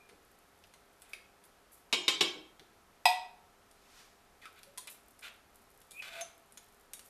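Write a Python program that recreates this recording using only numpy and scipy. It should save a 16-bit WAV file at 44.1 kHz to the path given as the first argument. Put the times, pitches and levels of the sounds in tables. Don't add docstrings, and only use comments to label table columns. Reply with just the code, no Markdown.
import sys
import numpy as np
from scipy import signal
from scipy.fft import rfft, irfft, next_fast_len
from scipy.io import wavfile
from scipy.ndimage import uniform_filter1d

SR = 44100
rng = np.random.default_rng(int(sys.argv[2]) if len(sys.argv) > 2 else 0)


def waveform_to_disk(signal):
    frames = np.transpose(np.atleast_2d(signal))
    scaled = np.clip(frames, -1, 1) * 32767
    samples = np.round(scaled).astype(np.int16)
    wavfile.write(sys.argv[1], SR, samples)


N = 312669
TIME_S = np.arange(N) / SR
AGE_S = np.arange(SR // 2) / SR

# (frequency [Hz], relative density [dB])
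COOKER_THUD = [(60, -39.5), (125, -24), (165, -3), (230, -8.5), (350, 3), (540, -6.5), (680, -13.5),
               (1500, -27), (5000, -61)]


def smacks(snap_db=-5, body_db=-3, tick_db=1):
    # (time [s], relative snap level [dB], relative body level [dB], t60 [s])
    tears = [(0.091, -57, -52.5, 0.071), (0.6393, -65, -51, .03), (0.7386, -50.5, -51.5, .028),
             (1.0199, -38.5, -53, 0.011), (1.1332, -44.5, -42, 0.048), (1.4397, -51, -58, .018),
             (2.596, -60, -46, .018), (3.7128, -53.5, -61, 0.022), (4.4556, -50, -46, .024),
             (4.6324, -42.5, -49, .014), (4.7758, -37.5, -41.5, .035), (4.780, -31.5, -43.5, 0.03),
             (4.8722, -39, -47, .045), (5.1928, -48, -53, 0.013), (5.8165, -48.5, -70, 0.018),
             (5.910, -40, -68, .019), (5.918, -42.5, -68, .015), (6.0227, -52, -40, 0.018),
             (6.2109, -30.5, -37, 0.012), (6.5232, -49, -62, .012), (6.5736, -43, -44, 0.034),
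             (6.9345, -31.5, -42, 0.024), (6.9936, -40.5, -45, .018)]
    # (frequency [Hz], relative density [dB])
    snap_spectrum = [(1500, -44), (3500, 5.5), (5000, 0.5), (7000, 3.5), (10500, 9.5), (14000, -7)]
    body_spectrum = [(300, -11), (1000, -10.5), (1700, -2.5), (2400, -3), (3100, -7.5), (4000, -1.5),
                     (5400, -9), (8000, -37)]
    out = np.zeros(N)
    tick = 1 + amp(tick_db) * fade(t60_s=0.0043)
    for time_s, bright_db, hollow_db, t60_s in tears:
        snap = amp(snap_db + bright_db) * burst(snap_spectrum, t60_s)
        body = amp(body_db + hollow_db) * burst(body_spectrum, t60_s)
        add(out, time_s, tick * (snap + body))
    return radiated(out, low_hz=400)


def squelches(release_s=0.006):
    # (start [s], end [s], level [dB], attack [s])
    drags = [(1.017, 1.13, -68, .01), (4.415, 4.480, -57.5, .003), (4.544, 4.598, -57.5, .045),
             (4.873, 4.888, -48.5, 0.0023), (5.217, 5.283, -47.5, 0.015), (6.021, 6.091, -47.5, .002),
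             (6.085, 6.215, -48, 0.051)]
    # (frequency [Hz], relative density [dB])
    gap_spectrum = [(350, -25), (700, -7), (1000, -15), (1450, 0.5), (1850, -8), (2400, 1.5), (2950, -6.5),
                    (3700, -3), (5000, -16.5), (9000, -18), (14000, -25)]
    force = sum(amp(db) * stroke(start_s, end_s, attack_s, release_s)
                for start_s, end_s, db, attack_s in drags)
    return force * grains(gap_spectrum, rate_hz=2500, spread_db=0.5)


def can_and_pocket_rings(waver_oct=0.048):
    # (time [s], level [dB], frequency [Hz], t60 [s], glide [octaves])
    rings = [(0.003, -62.5, 2400, .4, 0), (1.1337, -30, 2617, 0.028, -0.22),
             (1.134, -32, 2280, .034, -0.26), (4.42, -51.5, 2054, .2, -1.7),
             (4.455, -39, 1356, 0.069, -0.58), (4.668, -56.5, 551, 0.25, .2), (4.778, -44, 1004, 0.076, 0),
             (5.25, -47.5, 1400, 0.13, -.05), (6.213, -37, 6340, .12, -0.14), (6.574, -43, 6740, .05, -.1)]
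    out = np.zeros(N)
    for time_s, db, hz, t60_s, glide_oct in rings:
        bend_oct = glide_oct * np.minimum(AGE_S / t60_s, 1) + waver_oct * jitter(window=25)
        add(out, time_s, amp(db) * sine(hz * 2 ** bend_oct) * fade(t60_s) * onset(rise_s=0.00099))
    return out


def lump_suction(gap_hz=2330, gap_bend=0.1, hollow_hz=675):
    suction = swell(peak_s=6, db=-38.5, rise_s=0.16, fall_s=0.11)
    whistle_hz = gap_hz * (1 + gap_bend * np.sqrt(suction / suction.max()))
    whistle = suction * wavering(whistle_hz, waver=0.03)
    hollow = swell(peak_s=6.222, db=-39, rise_s=0.32, fall_s=0.105) * wavering(hollow_hz, waver=0.0543)
    return whistle + hollow


def crackle(ramp_s=0.23):
    # (start [s], end [s], level [dB])
    smears = [(0.1, 1.1, -76.5), (4.35, 7.09, -72)]
    # (time [s], level [dB], t60 [s])
    peels = [(1.085, -54, 0.13), (1.443, -52, 0.093), (1.716, -49.5, 0.22), (4.782, -44, .09),
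             (4.893, -43.5, 0.18), (5.925, -60, 0.66), (6.938, -48, .1), (7.040, -54.5, 0.23)]
    # (frequency [Hz], relative density [dB])
    fizz_spectrum = [(2500, -39.5), (5000, -12), (8000, -2.5), (11500, 1.5), (14000, -3)]
    smearing = sum(amp(db) * stroke(start_s, end_s, ramp_s, ramp_s) for start_s, end_s, db in smears)
    peeling = np.zeros(N)
    for time_s, db, t60_s in peels:
        add(peeling, time_s, amp(db) * fade(t60_s) * onset(rise_s=0.01156))
    ticks = grains(fizz_spectrum, rate_hz=60, spread_db=6)
    fizz = grains(fizz_spectrum, rate_hz=1800, spread_db=5)
    return smearing * ticks + peeling * fizz


def pot_raps(ring_db=-12.5, clack_db=-10.5, thud_db=-27):
    # (time [s], relative level [dB], thud offset [dB])
    raps = [(1.9269, -11, -0.5), (2.0798, -10, -2.5), (2.2080, -9.5, 4)]
    # (frequency [Hz], relative level [dB], t60 [s])
    pot_modes = [(168, -24, .12), (315, -15, .1), (357, -15, .24), (405, -16, .1), (823, -13, .08),
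                 (1045, -10, .06), (2247, -2, .07), (2613, -4, .07), (2874, -4, .09), (3020, -3, .08),
                 (3197, -6, .25), (3570, -4, .07), (3652, -3, .06), (3733, -6, .05), (3862, -2, .06),
                 (3989, -4, .06), (4713, -4, .05), (5254, -12, .16), (5439, -9, .05), (6007, -9, .06),
                 (6820, -15, .14), (7646, -15, .14), (8519, -18, .1), (10540, -23, .1), (11668, -22, .1)]
    # (frequency [Hz], relative density [dB])
    clack_spectrum = [(200, -43), (600, -1.5), (1800, -4), (2400, -1), (3400, 5), (5500, -5.5),
                      (7500, -10.5), (11000, -16.5), (14000, -28)]
    out = np.zeros(N)
    for time_s, db, low_db in raps:
        pot = amp(ring_db) * ring(pot_modes, scatter_db=0, waver=0.005)
        clack = amp(clack_db) * burst(clack_spectrum, t60_s=0.068)
        contact = np.vstack([pot, clack]) * onset(rise_s=0.0004)
        thud = amp(thud_db + low_db) * burst(COOKER_THUD, t60_s=0.15) * onset(rise_s=0.003)
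        add(out, time_s, amp(db) * kitchen(np.vstack([contact, thud]), tail_db=-4, early_db=-1))
    return radiated(out, low_hz=159.4)


def can_set_down(time_s=3.0546, ring_db=-15.6, crack_db=-19.1):
    # (frequency [Hz], relative level [dB], t60 [s])
    can_modes = [(697, -1, .07), (735, 3, .12), (829, -8, .07), (870, -11, .09), (934, -2, .11),
                 (975, -3, .06), (1954, -10, .16), (2480, -6, .07), (2562, -6, .08), (2694, -10, .07),
                 (3221, -13, .09), (3370, -12, .05), (3523, -15, .05), (3789, -14, .06), (3956, -9, .08),
                 (4944, -7.5, .07), (5014, -11, .08), (5219, -17, .11), (6023, -22, .05), (7964, -14, .04),
                 (8430, -17, .06)]
    # (frequency [Hz], relative density [dB])
    crack_spectrum = [(50, -6.5), (130, -18), (400, -15), (680, -1), (950, -2.5), (1250, -5), (2100, -1),
                      (2500, 5.5), (2950, -0.5), (3400, 5), (4050, 7), (4500, -2), (5050, 5), (5600, -4),
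                      (7200, -11), (8200, -1.5), (9500, -7), (12000, -6), (14000, -10)]
    out = np.zeros(N)
    clonk = ring(can_modes, scatter_db=0.5, waver=0.0036) * onset(rise_s=0.0012)
    crack = burst(crack_spectrum, t60_s=0.053) * onset(rise_s=0.00055)
    add(out, time_s, amp(ring_db) * kitchen(radiated(clonk, low_hz=540), tail_db=-7, early_db=-8))
    add(out, time_s, amp(crack_db) * kitchen(crack[None], tail_db=-2, early_db=-8.5))
    return out


def cooker_bumps():
    # (time [s], level [dB])
    bumps = [(0.090, -61), (0.113, -57.5), (2.357, -47), (2.595, -53)]
    out = np.zeros(N)
    for time_s, db in bumps:
        add(out, time_s, amp(db) * burst(COOKER_THUD, t60_s=0.15))
    return out


def sleeve():
    # (frequency [Hz], relative density [dB])
    cloth_spectrum = [(500, -12.5), (1500, -5), (5700, -7), (14000, -19)]
    reach = swell(peak_s=4, db=-58, rise_s=0.8, fall_s=0.58)
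    return reach * coloured(rng.standard_normal(N), cloth_spectrum)


def room_air(air_db=-65, waver_hz=3):
    # (frequency [Hz], relative density [dB])
    air_spectrum = [(10, -20.5), (25, 5), (45, -1), (80, -1), (140, -7), (200, -2.5), (300, -5),
                    (410, -3.5), (700, -4.5), (1330, -6), (2960, -14), (8480, -20), (12700, -19.5),
                    (14000, -27)]
    # (frequency [Hz], rms level [dB])
    tones = [(402, -79.5), (702, -79), (805, -83), (1306, -80.5)]
    hum = sum(amp(db) * np.sqrt(2) * sine(hz + waver_hz * jitter(window=4000, n=N)) for hz, db in tones)
    return amp(air_db) * coloured(rng.standard_normal(N), air_spectrum) + hum


def kitchen(rows, tail_db, early_db):
    # (frequency [Hz], t60 [s])
    room_decay = [(150, 0.25), (400, .52), (1000, 0.51), (2800, .43), (5000, 0.39), (8000, 0.34),
                  (13000, .25)]
    n = len(AGE_S)
    hz, time_s, bands = signal.stft(rng.standard_normal(SR), SR, nperseg=256)
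    decay = np.exp(-np.log(1000) * time_s / along(room_decay, hz)[:, None])
    tail = signal.istft(bands * decay, SR, nperseg=256)[1][:n] * onset(rise_s=0.0047)
    reflections = rng.standard_normal(n) * (rng.random(n) < 0.05)
    early = reflections * fade(t60_s=0.04) * (AGE_S > 0.001)
    echo = amp(tail_db) * tail / np.linalg.norm(tail) + amp(early_db) * early / np.linalg.norm(early)
    heard = rows + signal.fftconvolve(rows, echo[None], axes=1)[:, :rows.shape[1]]
    gain = np.linalg.norm(rows, axis=1) / np.linalg.norm(heard, axis=1)
    return np.sum(heard * gain[:, None], axis=0)


def ring(modes, scatter_db, waver):
    hz, db, t60_s = np.transpose(modes)[:, :, None]
    strength = amp(db + scatter_db * rng.standard_normal(hz.shape))
    pitch_hz = hz * (1 + waver * np.array([jitter(window=30) for _ in modes]))
    cycles = np.cumsum(pitch_hz, axis=1) / SR + rng.random(hz.shape)
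    return strength * fade(t60_s) * np.sin(2 * np.pi * cycles)


def burst(spectrum, t60_s):
    return coloured(rng.standard_normal(len(AGE_S)), spectrum) * fade(t60_s)


def grains(spectrum, rate_hz, spread_db):
    sizes = amp(spread_db * np.clip(rng.standard_normal(N), -2, 2)) * rng.choice([-1, 1], N)
    return coloured(sizes * (rng.random(N) < rate_hz / SR), spectrum)


def wavering(hz, waver):
    return sine(hz * (1 + waver * jitter(window=40, n=N)))


def sine(pitch_hz):
    return np.sin(2 * np.pi * np.cumsum(pitch_hz) / SR)


def jitter(window, n=len(AGE_S)):
    return unit_rms(uniform_filter1d(rng.standard_normal(n), size=window))


def radiated(x, low_hz):
    return signal.sosfilt(signal.butter(4, low_hz, "high", fs=SR, output="sos"), x)


def coloured(x, spectrum):
    size = next_fast_len(len(x))
    gain = amp(along(spectrum, np.fft.rfftfreq(size, 1 / SR)))
    return unit_rms(irfft(rfft(x, size) * gain, size)[:len(x)])


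def along(points, hz):
    knots_hz, values = np.transpose(points)
    return np.interp(np.log(hz + 1), np.log(knots_hz), values)


def stroke(start_s, end_s, attack_s, release_s):
    return np.clip((TIME_S - start_s) / attack_s, 0, 1) * np.clip(1 - (TIME_S - end_s) / release_s, 0, 1)


def swell(peak_s, db, rise_s, fall_s):
    return amp(db - 60 * np.maximum((peak_s - TIME_S) / rise_s, (TIME_S - peak_s) / fall_s))


def onset(rise_s):
    return 1 - np.exp(-AGE_S / rise_s)


def fade(t60_s):
    return np.exp(-np.log(1000) * AGE_S / np.maximum(t60_s, 1e-3))


def amp(db):
    return 10 ** (np.asarray(db) / 20)


def unit_rms(x):
    return x / np.sqrt(np.mean(x ** 2) + 1e-20)


def add(track, time_s, sound):
    part = track[max(round(time_s * SR), 0):][:len(sound)]
    part += sound[:len(part)]


def scene():
    snaps = kitchen(smacks()[None], tail_db=-3.5, early_db=-4)
    paste = kitchen(np.array([squelches(), crackle(), cooker_bumps()]), tail_db=-5, early_db=-4.5)
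    tones = kitchen(np.array([can_and_pocket_rings(), lump_suction()]), tail_db=-9.5, early_db=-5)
    return (snaps + paste + tones + pot_raps() + can_set_down() + sleeve() + room_air())[None]


def record(dry):
    cutoff_hz = 14300
    size = next_fast_len(N + SR // 2)
    hz = np.fft.rfftfreq(size, 1 / SR)
    return irfft(rfft(dry, size) / np.sqrt(1 + (hz / cutoff_hz) ** 240), size)[..., :N]


dry = scene()
out = record(dry)
waveform_to_disk(out)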